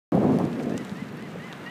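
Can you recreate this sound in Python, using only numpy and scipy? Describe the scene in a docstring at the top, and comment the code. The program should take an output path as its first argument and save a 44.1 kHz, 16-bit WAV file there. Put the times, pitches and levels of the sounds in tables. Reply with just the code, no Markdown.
"""A sandy shore, hand-held camera, microphone in the open wind. Low waves wash and fizz behind.
A gust buffets the microphone and dies down to small puffs; the camera body ticks now and then.
In the distance a gull calls six times, each call an arch in pitch coloured by its throat,
the last two louder. Sound begins a moment in, when the recorder opens."""
import sys
import numpy as np
from scipy.fft import rfft, irfft, next_fast_len
from scipy.io import wavfile
from scipy.ndimage import uniform_filter1d, map_coordinates

SR = 44100
rng = np.random.default_rng(int(sys.argv[2]) if len(sys.argv) > 2 else 0)


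def store_wav(level_fs):
    """Save 16-bit WAV to argv[1]."""
    pcm = np.round(np.clip(np.atleast_2d(level_fs), -1, 1) * 32767)
    wavfile.write(sys.argv[1], SR, pcm.T.astype(np.int16))


N = 74970
T = np.arange(N) / SR


def amp(db):
    """Decibels to gain."""
    return 10 ** (np.asarray(db) / 20)


def unit(x):
    """Scale to rms 1."""
    return x / np.sqrt(np.mean(x ** 2) + 1e-20)


def along(points, hz):
    """Read (frequency [Hz], value) points on a log frequency axis."""
    freqs, values = np.transpose(points)
    return np.interp(np.log(hz + 1), np.log(freqs + 1), values)


def curves(rows):
    """One value per sample for each column after the time."""
    times, *columns = np.transpose(rows)
    return [np.interp(T, times, column) for column in columns]


def wobble(per_s):
    """A smooth random curve with per_s knots a second."""
    return map_coordinates(rng.standard_normal(4096), [T * per_s], mode="wrap")


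def filtered(x, response):
    """Filter x by a gain given as a function of frequency."""
    size = next_fast_len(N + 8192)
    hz = np.fft.rfftfreq(size, 1 / SR)
    return irfft(rfft(x, size) * response(hz), size)[:N]


def coloured(x, spectrum):
    """x shaped by a spectrum, at rms 1."""
    return unit(filtered(x, lambda hz: amp(along(spectrum, hz))))


def noise(spectrum):
    """Coloured noise of rms 1."""
    return coloured(rng.standard_normal(N), spectrum)


def turbulence(spectrum):
    """Coloured noise that churns quickly but holds its strength over longer spans."""
    churn = noise(spectrum)
    local_power = np.abs(uniform_filter1d(churn ** 2, size=1500))
    return unit(churn / np.sqrt(local_power + .1))


def waves():
    """Low waves in the background: a soft wash, with hissing foam and tiny bursting bubbles on top."""
    # swell of the waves (time [s], wash level [dB], foam level [dB])
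    swell = [(.12, -43.5, -62.5), (.4, -43, -60.5), (.6, -44, -61.5), (.88, -44, -59.5), (1.1, -45, -64),
             (1.3, -45.5, -64), (1.55, -43, -63), (1.7, -44.5, -63.5)]
    # spectra of wash and foam (frequency [Hz], relative level [dB])
    wash_spectrum = [(60, -36), (250, 3.5), (500, 2.5), (900, 1), (1700, -0.5), (2700, -7), (4000, -14.5),
                     (5500, -32), (8000, -30), (15000, -31.5)]
    foam_spectrum = [(2000, -13), (4000, 12.5), (6000, 11), (8000, 8), (10000, 2), (13000, -1),
                     (15500, -14)]
    pops_per_s, pop_spread_db, fizz_db = 130, 2.5, -4.5
    wash_db, foam_db = curves(swell)
    wash = noise(wash_spectrum) * amp(wash_db + .46 * wobble(per_s=24.7))
    pops = (rng.random(N) < pops_per_s / SR) * rng.choice([-1, 1], N)
    pop_gain = amp(pop_spread_db * np.minimum(rng.exponential(size=N), 3))
    foam = noise(foam_spectrum) + amp(fizz_db) * coloured(pops * pop_gain, foam_spectrum)
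    return wash + foam * amp(foam_db + 1.1 * wobble(per_s=31.15))


def camera_ticks():
    """Dry ticks of the camera body, right by the microphone: a tiny crack around a few cycles of ring."""
    # ticks (time [s], level [dB], ring frequency [Hz])
    ticks = [(0.1532, -36.5, 10600), (0.3872, -31, 5100), (.388, -31.5, 10100), (.4525, -37, 9250),
             (0.5302, -31, 3700), (0.555, -40, 4070), (.593, -38, 4750), (.599, -30, 2370),
             (.6965, -37, 6500), (.740, -39, 6000), (.7764, -40, 6130), (0.7779, -23, 7500),
             (0.7795, -26, 5800), (.7792, -30, 2850), (.7828, -37, 6500), (0.8494, -32.5, 7460),
             (0.8954, -29.5, 3800), (.917, -41.5, 9500), (1.089, -37.5, 4400), (1.1262, -44, 12500),
             (1.1717, -40, 11500), (1.2248, -38, 8500), (1.238, -40, 4300), (1.5274, -32.5, 6640),
             (1.5276, -28.5, 3700), (1.532, -28, 1700), (1.5318, -30, 3600), (1.665, -36.5, 4270)]
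    # spectrum of the crack (frequency [multiple of the ring's], relative level [dB])
    crack_spectrum = [(.1, -23), (.5, 19), (1, -17), (1.6, -11), (2.6, -24), (6, -47)]
    base_t60_s, ring_cycles = .001, 7.8
    crack_t60_s, crack_gain = .002, .63
    out = np.zeros(N + SR)
    t = np.arange(1024) / SR
    for start, db, hz in ticks:
        ring_t60_s = base_t60_s + ring_cycles / hz
        ring = np.sin(2 * np.pi * hz * t) * amp(-60 * t / ring_t60_s)
        spectrum = [(ratio * hz, level) for ratio, level in crack_spectrum]
        crack = noise(spectrum)[:len(t)] * amp(-60 * t / crack_t60_s)
        out[round(start * SR):][:len(t)] += amp(db) * (ring + crack_gain * crack)
    return out[:N]


def wind():
    """Boom, rumble and a harsher band at the microphone port; eddies shake the harsh band most."""
    # course of the gust in each band, low to high (time [s], level [dB])
    boom_levels = [(.12, -30.5), (.16, -22), (.215, -29), (.24, -24), (.3, -27), (.38, -26), (.46, -26.5),
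                   (.495, -36.5), (.545, -33.5), (.6, -44), (.63, -35), (.765, -34.5), (.8, -41.5),
                   (.88, -40.5), (.97, -40), (1.07, -43.5), (1.137, -39.5), (1.195, -41.5), (1.32, -42.5),
                   (1.37, -35.5), (1.41, -41.5), (1.56, -46), (1.7, -45)]
    rumble_levels = [(.12, -28.5), (.16, -20.5), (.21, -25.5), (.235, -17.5), (.27, -25), (.3, -21),
                     (.435, -26), (.47, -32), (.59, -29), (.64, -31), (.76, -28.5), (.79, -38.5),
                     (.815, -33.5), (.845, -43), (.99, -41.5), (1.02, -42.5), (1.11, -41.5), (1.21, -40),
                     (1.34, -44.5), (1.42, -45.5), (1.575, -48), (1.623, -43), (1.7, -47.5)]
    harsh_levels = [(.12, -25.5), (.175, -26.5), (.205, -32), (.24, -25), (.28, -33), (.31, -29.5),
                    (.36, -37), (.403, -26), (.46, -38), (.52, -46), (.6, -46), (.64, -50), (.7, -46),
                    (.745, -47), (.777, -42), (.8, -54), (1.15, -59), (1.33, -55), (1.36, -47),
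                    (1.385, -57), (1.7, -57)]
    # spectrum of each band (frequency [Hz], relative level [dB])
    boom_spectrum = [(25, -32), (50, -36), (70, -19), (100, -11), (130, -1.5), (165, 2), (195, 3.5),
                     (235, -8), (400, -67)]
    rumble_spectrum = [(100, -67), (170, -26), (215, 1.5), (285, -2), (340, -5.5), (420, -8), (520, -13.5),
                       (700, -18.5), (2000, -86)]
    harsh_spectrum = [(150, -39), (330, -2.5), (480, -2), (670, -4.5), (850, -10), (1150, -14), (1500, -29),
                      (2500, -41.5), (6000, -66)]
    rumble_shake_db, harsh_shake_db = .9, 2.3
    boom_db, = curves(boom_levels)
    rumble_db, = curves(rumble_levels)
    harsh_db, = curves(harsh_levels)
    eddies = wobble(per_s=69.48)
    boom = turbulence(boom_spectrum) * amp(boom_db)
    rumble = turbulence(rumble_spectrum) * amp(rumble_db + rumble_shake_db * eddies)
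    harsh = turbulence(harsh_spectrum) * amp(harsh_db + harsh_shake_db * eddies)
    return boom + rumble + harsh


def puffs():
    """Each strong eddy hits the microphone as a thump of a few swings."""
    # strong eddies (time [s], envelope peak [dB], pitch [Hz])
    eddies = [(0.1262, -14, 327), (0.162, -14.5, 185), (.176, -16, 670), (.241, -20, 217), (.263, -19, 306),
              (.403, -26, 845), (.441, -19, 288), (.778, -36, 890), (0.924, -25.5, 185), (1.026, -24, 200),
              (1.359, -30.5, 480)]
    width_cycles = .95
    out = np.zeros(N)
    for centre, db, hz in eddies:
        cycles = (T - centre) * hz
        envelope = np.exp(-.5 * (cycles / width_cycles) ** 2)
        out += amp(db) * envelope * np.sin(2 * np.pi * (cycles + rng.random()))
    return out


def gull():
    """A distant gull: each call climbs, tips over and drops, dulling as it goes; wind makes it flicker."""
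    # calls (start [s], rise [s], fall [s], top pitch [Hz], starting pitch [share of the top],
    # level [dB], lift of the high overtones [dB])
    calls = [(.517, .035, .018, 895, .92, -51, -3), (.714, .088, .026, 998, .85, -51.5, -3),
             (.954, .063, .026, 1030, .87, -52, 0), (1.168, .075, .04, 1026, .87, -52, 6),
             (1.396, .075, .054, 1028, .895, -47.7, -1), (1.658, .08, .05, 1025, .905, -42.7, -9)]
    # throat resonances, favouring the second harmonic (frequency [Hz], gain [dB])
    throat = [(900, -18), (1850, 0), (2050, 0), (2900, -10), (3900, -24), (4700, -19), (6000, -28),
              (8000, -42)]
    rise_bend, drop_share, jitter_share, edge_s = .643, .14, .005, .008
    shimmer_db, flicker_db, dulling_db_per_s = 1.8, 3, 55
    out = np.zeros(N)
    for start, rise, fall, top_hz, start_share, db, lift_db in calls:
        t = T - start
        rising = np.sin(np.pi / 2 * np.clip(t / rise, 0, 1))
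        falling = np.clip((t - rise) / fall, 0, 1)
        climb = rise_bend * rising ** 2 + (1 - rise_bend) * rising
        arch = start_share + (1 - start_share) * climb - drop_share * falling ** 2
        hz = top_hz * arch * (1 + jitter_share * wobble(per_s=300))
        phase = 2 * np.pi * np.cumsum(hz) / SR
        harmonics = [amp(along(throat, k * hz)) * np.sin(k * phase) for k in range(1, 8)]
        high_db = lift_db - dulling_db_per_s * np.maximum(t, 0) + flicker_db * wobble(per_s=60.4)
        voice = sum(harmonics[:3]) + amp(high_db) * sum(harmonics[3:])
        envelope = np.clip(np.minimum(t, rise + fall - t) / edge_s + .5, 0, 1)
        out += np.sqrt(2) * voice * envelope * amp(db + shimmer_db * wobble(per_s=80))
    return out


def scene():
    """Wind, waves, gull and ticks meet at one microphone in the open air."""
    return (wind() + puffs() + waves() + gull() + camera_ticks())[None]


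def record(dry):
    """The recorder opens abruptly and keeps nothing above its band limit."""
    open_s, top_hz, rolloff_hz = .12, 15600, 200
    opened = dry[0] * (T >= open_s)
    return filtered(opened, lambda hz: np.clip((top_hz - hz) / rolloff_hz, 0, 1))[None]


dry = scene()
out = record(dry)
store_wav(out)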